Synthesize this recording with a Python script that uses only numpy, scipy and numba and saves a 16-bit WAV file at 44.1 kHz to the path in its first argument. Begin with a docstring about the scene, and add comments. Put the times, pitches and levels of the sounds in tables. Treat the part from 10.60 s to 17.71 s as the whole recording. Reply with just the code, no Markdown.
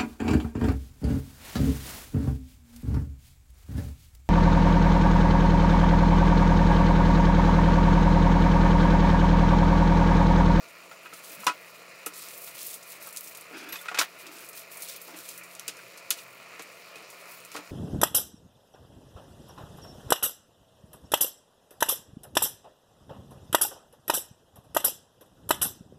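"""A kitchen: food simmers under the glass lid of a skillet, many small bubbles ringing the air below it.
Dense random clicks, coloured by pan and lid, make the simmer; bright grains and snaps make the crackle.
Someone moving about knocks things (struck resonators), slides them on wood (filtered stick-slip clicks)
and makes small metal parts tinkle. An appliance hums as one wavering low tone."""
import sys
import numpy as np
from scipy import signal
from scipy.fft import rfft, irfft
from scipy.io import wavfile
from scipy.ndimage import uniform_filter1d
from numba import njit

SR = 44100
rng = np.random.default_rng(int(sys.argv[2]) if len(sys.argv) > 2 else 0)


def put_to_file(sound):
    """Save the sound as 16-bit audio at rate SR, in the file named by the first command-line argument."""
    columns = np.atleast_2d(sound).T  # one column per channel
    safe = np.clip(columns, -1, 1)
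    whole_steps = np.round(safe * 32767)
    wavfile.write(sys.argv[1], SR, whole_steps.astype(np.int16))


N = 313551  # length in samples


def undb(db):
    """Decibels to an amplitude factor."""
    return 10 ** (np.asarray(db) / 20)


def level(x, db):
    """Scales x, of rms 1 at first or not at all, by its own rms so that rms 1 comes out at 0 dB."""
    return x * undb(db) / np.sqrt(np.mean(x ** 2))


@njit
def svf(x, hz, width):
    """State-variable band-pass with a moving centre, gain 1 there; width is a share of the centre."""
    y = np.empty(len(x))
    band_state, low_state = 0., 0.
    for i in range(len(x)):
        g = np.tan(np.pi * hz[i] / SR)
        v = (band_state + g * (x[i] - low_state)) / (1 + g * (g + width))
        band_state = 2 * v - band_state
        low_state = low_state + 2 * g * v
        y[i] = width * v
    return y


def band(x, hz, width):
    """Band-pass around a fixed or moving centre; width is a share of the centre."""
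    centre = np.clip(hz * np.ones(len(x)), 20, SR / 2.3)
    return svf(x, centre, width)


def ring(x, modes):
    """Damped resonators (pitch [Hz], level [dB], t60 [s]) struck by x."""
    out = 0
    for k, (hz, db, t60) in enumerate(modes):
        pole = np.exp(2j * np.pi * hz / SR - np.log(1000) / (t60 * SR))
        tone = signal.lfilter([1], [1, -pole], x).imag
        out = out + (-1) ** k * undb(db) * tone  # neighbours start with opposite sign
    return out


def walk(rate):
    """Random levels held for 1 / rate seconds and slewed twice; spread near 1."""
    k = int(SR / rate)
    steps = np.repeat(rng.standard_normal(N // k + 1), k)
    return 1.27 * uniform_filter1d(uniform_filter1d(steps, k), k)[:N]


def clicks(size, spread_db):
    """Dense one-sample bursts, mostly small and now and then large; rms 1."""
    boost_db = spread_db * np.minimum(rng.exponential(size=size), 5)
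    return level(rng.standard_normal(size) * undb(boost_db), 0)


def ticks(per_s, spread_db):
    """Lone sharp ticks at random moments, rms 1."""
    when = rng.random(N) < per_s / SR
    size = rng.standard_normal(N)
    return level(when * np.sign(size) * undb(spread_db * np.abs(size)), 0)


def fade(push, t60, size):
    """Rises within 1 ms, holds for the push [s], then dies away by 60 dB per t60 [s]."""
    t = np.arange(size) / SR
    return np.minimum(t / 0.001, 1) * undb(-60 * np.maximum(t - push, 0) / t60)


def swell(t, s, length, attack, release):
    """Rises, holds and falls away within the length; 0-1."""
    return np.clip(np.minimum((t - s) / attack, (s + length - t) / release), 0, 1)


def add(out, s, x):
    """Mixes x into out from time s [s]."""
    i = int(s * SR)
    out[i:i + len(x)] += x[:len(out) - i]


def simmer():
    """Bubbles too dense to tell apart: pan and lid colour them and each band flickers a little."""
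    # colour of the simmer: (frequency [Hz], relative level [dB])
    colour = [(13, -72), (22, -42), (48, -49), (111, -15.5), (168, -17), (254, -13.5), (549, -1.5),
              (784, -8), (1400, -2.5), (1560, -5), (1790, -6), (2490, -4.5), (3370, -19.5), (4200, -13),
              (15700, -38.5)]
    # resonances (+) and notches (-) of pan and lid: (centre [Hz], width [Hz], gain [dB])
    lid = [(128, 13, 9), (323.7, 9, 4.5), (674, 65, 7.5), (776, 310, -4.5), (1428, 110, 4.5),
           (1536, 270, -10), (2470, 140, 3), (2900, 360, 2), (4340, 280, -1), (7040, 83, 14)]
    simmer_db = -49.5
    hz = np.maximum(np.fft.rfftfreq(N, 1 / SR), 1)
    colour_hz, colour_db = np.array(colour).T
    db = np.interp(np.log(hz), np.log(colour_hz), colour_db)
    db = db + sum(gain_db / (1 + (2 * (hz - f) / w) ** 2) for f, w, gain_db in lid)
    bubbles = rfft(clicks(N, 3.64)) * undb(db)
    drift = walk(1.55)  # slow, common to all bands
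    place = 3 * np.log2(hz / 20)  # in third-octaves above 20 Hz
    out = 0
    for k in range(0, 32, 2):
        overlap = np.maximum(1 - np.abs(place - k) / 2, 0)  # neighbouring bands crossfade
        part = irfft(bubbles * overlap, N)
        out = out + part * undb(0.091 * drift + 1.65 * walk(14))
    return level(out, simmer_db)


def crackle():
    """A fine bed sputters and surges; bursts open with a snap and thin out as spray."""
    out = fizz()
    add_bursts(out)
    return out


def fizz():
    """Fine grains in bands that sputter together and alone, surging and falling back to a faint bed."""
    # surges: (start [s], length [s], level [dB], tilt before drift [dB per octave])
    surges = [(0.52, 0.1, -51, -5), (0.61, 0.18, -49.5, -3), (0.79, 0.066, -45.5, 0), (1.53, 0.27, -47, -2),
              (1.788, 0.16, -48.5, 4), (1.938, 0.26, -43.5, 0), (2.195, 0.045, -51, 0),
              (2.255, 0.13, -46.5, -2.5), (2.399, 0.12, -46.5, -2), (2.52, 0.23, -51.5, -1),
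              (2.742, 0.11, -57, -8), (2.945, .12, -54, -17), (3.122, 0.16, -52.5, -8),
              (3.388, 0.068, -35, -2), (3.582, 0.065, -47, -3), (3.7, 0.21, -52, -1),
              (3.936, 0.11, -46, -2), (4.1, 0.098, -51, -2), (4.188, 0.2, -44.5, -3.5),
              (4.385, 0.16, -54, 0), (4.546, 0.13, -48.5, -7), (4.635, .16, -48.5, -5), (4.83, .04, -52, 0),
              (4.89, 0.079, -54, -6), (5.547, .11, -51.5, -4), (6.466, 0.19, -65, -5),
              (6.64, 0.18, -57.5, -4), (6.912, 0.1, -50, -12)]
    # colour of the fizz before tilt and flicker: (centre [Hz], level [dB])
    fizz_bands = [(4500, -3), (6500, -2.5), (9000, 4), (12000, 3.5), (14800, 3.5)]
    attack_s, release_s = 0.033, 0.055
    bed_db, bed_tilt_db, tilt_drift_db = -59, -2.5, 2  # level [dB]; tilt and its drift [dB per octave]
    t = np.arange(N) / SR
    grains = clicks(N, 3.5) * undb(2.2 * walk(150))
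    gains = np.array([undb(db) * swell(t, s, length, attack_s, release_s) for s, length, db, _ in surges])
    gain = undb(bed_db) + gains.sum(axis=0)
    # the loudest part of the mix sets the colour
    surge_tilts = np.array(surges)[:, -1]
    tilt = (bed_tilt_db * undb(bed_db) + surge_tilts @ gains) / gain
    tilt = tilt + tilt_drift_db * walk(10)
    bed = 0
    for hz, band_db in fizz_bands:
        flicker_db = 1.3 * walk(60)
        # every band also has ticks of its own, so the flecks differ in colour
        flecks = grains + undb(-4.5) * ticks(110, 4.0)
        own_db = band_db + tilt * np.log2(hz / 8000) + flicker_db
        bed = bed + undb(own_db) * level(band(band(flecks, hz, 1.0), hz, 1.0), 0)
    return level(bed, 0) * gain


def add_bursts(out):
    """Each burst is a very short noise snap with a longer, fading spray of grains in the same band."""
    # crackle bursts: (time [s], snap peak [dB], centre [Hz], spray rms before its fade [dB])
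    bursts = [(0.535, -50, 8290, -44), (0.637, -40, 8300, -47), (0.842, -37, 9400, -40),
              (0.8669, -13.5, 5140, -28.5), (1.4608, -22, 10600, -30.5), (1.536, -35, 7440, -44.5),
              (1.5858, -40, 9000, -50), (1.624, -34, 9000, -45), (1.6853, -31, 9400, -48),
              (1.7759, -38, 13900, -39), (1.8173, -43, 10600, -55), (1.9485, -42, 12000, -44),
              (2.0156, -34, 5750, -41), (2.0643, -27, 12600, -33.5), (2.14, -26.5, 9980, -38.5),
              (2.2273, -39, 7900, -45.5), (2.4248, -29, 13600, -46), (2.471, -28, 13600, -42),
              (2.5065, -36, 12300, -50), (2.5267, -32, 11700, -44), (2.5623, -28, 8500, -42),
              (2.5705, -24, 8620, -34), (2.608, -24, 13600, -54), (2.6424, -43, 10300, -44),
              (2.6723, -34, 7440, -43), (2.7477, -40, 8040, -41), (2.7723, -29, 13700, -45),
              (2.81, -34, 10900, -48), (3.088, -37, 7260, -46.5), (3.1233, -30, 13200, -45),
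              (3.2136, -32, 12600, -45), (3.2824, -38, 4860, -47), (3.3463, -33, 4840, -47),
              (3.389, -17, 5500, -20), (3.6668, -33.5, 5000, -45.5), (3.8876, -37, 12400, -39.5),
              (3.9305, -36, 7380, -50), (3.952, -37, 13300, -45), (3.993, -37, 11300, -46),
              (4.122, -36, 11000, -49), (4.1704, -30, 9800, -40), (4.2207, -25, 11400, -34),
              (4.2862, -29, 7200, -40), (4.361, -33, 14000, -41.5), (4.4149, -40, 12500, -42.5),
              (4.5873, -32, 12400, -46), (4.689, -26, 8600, -40), (4.777, -31, 11800, -40),
              (4.8349, -43, 8250, -48), (4.9506, -34, 5700, -48), (4.9952, -24.5, 6100, -43),
              (5.0795, -17.5, 6700, -32), (5.1687, -36, 5970, -52), (5.3746, -37, 6100, -44),
              (5.5048, -9.5, 8800, -26), (5.5862, -42, 6180, -49), (5.9937, -42, 5200, -44),
              (6.021, -40, 9230, -45), (6.356, -43, 7560, -52), (6.501, -43, 8200, -47.5),
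              (6.8019, -37, 8050, -58), (6.8495, -35, 9370, -48), (6.9167, -35, 7840, -47.5),
              (6.963, -30, 5450, -42.5)]
    spray_t60_s = 0.094
    size = SR // 4
    for s, snap_db, hz, spray_db in bursts:
        snap = band(rng.standard_normal(size), hz, 1.2) * fade(0.0005, 0.01, size)
        spray = level(band(band(clicks(size, 2.8), hz, 0.97), hz, 5.2), spray_db)
        spray = spray * fade(0.0013, spray_t60_s, size)
        add(out, s, undb(snap_db) * snap / np.abs(snap).max() + spray)


def knocks():
    """A rough push rings the modes around one pitch; a noisy rattle and a low thud go with it."""
    # knocks: (time [s], ring peak [dB], thud peak [dB],
    #          rattle rms before its fade, relative to the ring peak [dB], favoured pitch [Hz])
    blows = [(0.312, -38, -58, -9.5, 1390), (0.455, -31.5, -64, -20, 1530), (0.525, -37.5, -48, -12, 1410),
             (0.831, -31, -68, -19, 1330), (0.866, -13.5, -60, -12, 950), (0.869, -18, -66, -12, 3320),
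             (0.876, -15.5, -37, -14.5, 1320), (0.893, -20, -40, -18, 1220), (1.462, -28, -33, -11.5, 1370),
             (2.469, -38.5, -66, -25, 1260), (2.907, -43, -41, -11, 600), (3.088, -41, -55, -19, 3300),
             (3.126, -33, -44, -5.5, 2930), (3.136, -33, -58, -10, 1530), (3.155, -28, -66, -11, 1890),
             (3.187, -39, -71, -27, 3330), (3.211, -41, -66, -23, 1310), (3.254, -33.5, -71, -10, 1320),
             (3.283, -21.5, -66, -17, 1700), (3.284, -27.5, -68, -22, 3520), (3.313, -32.5, -46, -5, 940),
             (3.344, -23.5, -61, -9, 1370), (3.347, -42, -66, -18, 3500), (3.373, -25, -68, -8, 1620),
             (3.386, -19, -31, -2.5, 2040), (3.389, -24, -42, -8, 2900), (3.398, -23, -49, -20, 1410),
             (3.411, -23, -48, -2.5, 1400), (4.481, -40.5, -60, -20, 635), (4.54, -43, -46, -4, 1370),
             (5.082, -32.5, -41, -4, 2680), (5.188, -41.5, -61, -10, 1380),
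             (5.507, -19.5, -43.5, -8.5, 4370), (5.586, -36, -64, -24, 3520),
             (5.994, -40, -38.5, -0.5, 1130), (6.355, -42, -46, -9, 2060), (6.946, -37, -38.5, 0, 745),
             (6.965, -31.5, -42, -7.5, 1280), (6.983, -39, -37.5, -7, 700)]
    # what the knocked cupboard and crockery ring with, before scatter: (pitch [Hz], relative level [dB])
    body_modes = [(620, -20), (720, -2.5), (870, -2.5), (993, 3), (1120, 4), (1290, 7.5), (1430, 6),
                  (1600, 1.5), (1800, -14), (1940, 1), (2100, -2.5), (2370, -10.5), (2530, 11.5),
                  (2620, -1), (2860, 9.5), (3280, -22), (3500, 5), (3700, -16), (3960, -10), (4150, 0.5),
                  (4330, -11), (4850, -23), (5360, -16)]
    # low modes of the thud: (pitch [Hz], relative level [dB], t60 [s])
    thud_modes = [(122, -36, 0.12), (182, -7.5, 0.16), (301, -1.5, 0.13), (462, 4, 0.064)]
    push_s, rattle_t60_s = 0.0017, 0.13
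    ring_t60_s, ring_slope = 0.1, -0.65  # at 1 kHz; brighter knocks ring shorter, as pitch to this power
    out, size = np.zeros(N), SR // 3
    mode_hz = np.array(body_modes)[:, 0]
    for s, db, thud_db, rattle_db, hz in blows:
        blow = clicks(size, 1.2) * fade(push_s, 0.01, size)
        # each blow lands elsewhere, so the modes shift a little and ring unevenly
        shift, luck = rng.standard_normal((2, len(body_modes)))
        near_db = -18 * np.abs(np.log2(mode_hz / hz)) + 3.9 * luck  # weaker away from the favoured pitch
        t60 = ring_t60_s * (hz / 1000) ** ring_slope
        modes = [(f * (1 + 0.0028 * q), g + d, t60) for (f, g), q, d in zip(body_modes, shift, near_db)]
        body = ring(blow, modes)
        rattle = level(band(band(clicks(size, 5.1), hz, 1.7), hz, 3.9), rattle_db)
        rattle = rattle * fade(push_s, rattle_t60_s, size)
        thud = band(ring(blow, thud_modes), 380, 1.4)
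        bright = undb(db) * (body / np.abs(body).max() + rattle)
        add(out, s, bright + undb(thud_db) * thud / np.abs(thud).max())
    return out


def slide():
    """Stick-slip clicks drone in a hollow wooden body and scrape in its thin panels."""
    # strokes on wood: (start [s], length [s], drone before its sag [dB],
    #                   first note [Hz], last note [Hz], scrape [dB])
    strokes = [(0.693, 0.076, -58, 300, 260, -55), (0.764, 0.1, -55.5, 197, 198, -53),
               (2.92, 0.22, -44.5, 305, 330, -47.5), (3.62, 0.26, -53.5, 324, 350, -55),
               (4.463, 0.17, -53, 285, 340, -55)]
    # panel resonances: (centre [Hz], width of the narrower filter [Hz], relative level [dB])
    panels = [(920, 230, 4), (1430, 470, 8), (2470, 420, 6), (3270, 160, 0.5), (4850, 490, -3.5)]
    attack_s, release_s, sag_db = 0.027, 0.029, -7.5  # the drone sags over the stroke
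    t, out = np.arange(N) / SR, 0
    rub = clicks(N, 4.3) * undb(0.99 * walk(34))
    scrape = sum(undb(db) * band(band(rub, hz, w / hz), hz, 2 * w / hz) for hz, w, db in panels)
    scrape = level(scrape, 0)
    for s, length, db, first_hz, last_hz, scrape_db in strokes:
        along = np.clip((t - s) / length, 0, 1)
        touch = swell(t, s, length, attack_s, release_s)
        note = first_hz + (last_hz - first_hz) * along
        drone = level(band(band(rub, note, 0.24), note, 0.44), db) * undb(sag_db * along)
        out = out + touch * (drone + scrape * undb(scrape_db))
    return out


def tinkles():
    """Light taps set small metal parts ringing."""
    # taps: (time [s], peak [dB])
    taps = [(2.9711, -49), (3.0874, -40), (3.1233, -31)]
    # modes of the metal: (pitch [Hz], relative level [dB], t60 [s])
    metal_modes = [(3670, -8, .25), (3990, -5, .25), (12070, -25, 0.24), (12700, -24, 0.11),
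                   (12600, -1, 0.14), (15600, -7, 0.11)]
    out, size = np.zeros(N), SR // 3
    for s, db in taps:
        tap = clicks(size, 2.0) * fade(0.0022, 0.023, size)
        tone = ring(tap, metal_modes)
        add(out, s, undb(db) * tone / np.abs(tone).max())
    return out


def hum():
    """The appliance: a steady low sine whose level wavers slightly."""
    # hum tone: (pitch [Hz], rms level before the waver [dB])
    tones = [(177.6, -70)]
    t = np.arange(N) / SR
    waver_db = 1.1 * walk(6)
    return sum(undb(db + waver_db) * np.sqrt(2) * np.sin(2 * np.pi * hz * t) for hz, db in tones)


def scene():
    """Simmer and crackle in front, handling around them, hum behind."""
    handling = knocks() + slide() + tinkles()
    # small objects radiate no deep bass
    no_bass = signal.butter(4, 135, "high", fs=SR, output="sos")
    handling = signal.sosfilt(no_bass, handling)
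    return (simmer() + crackle() + handling + hum())[None]


def record(dry):
    """The recorder cuts the top: a steep low-pass."""
    top_hz = 15750
    low_pass = signal.ellip(12, 0.2, 70, top_hz, fs=SR, output="sos")
    return signal.sosfilt(low_pass, dry)


dry = scene()
out = record(dry)
put_to_file(out)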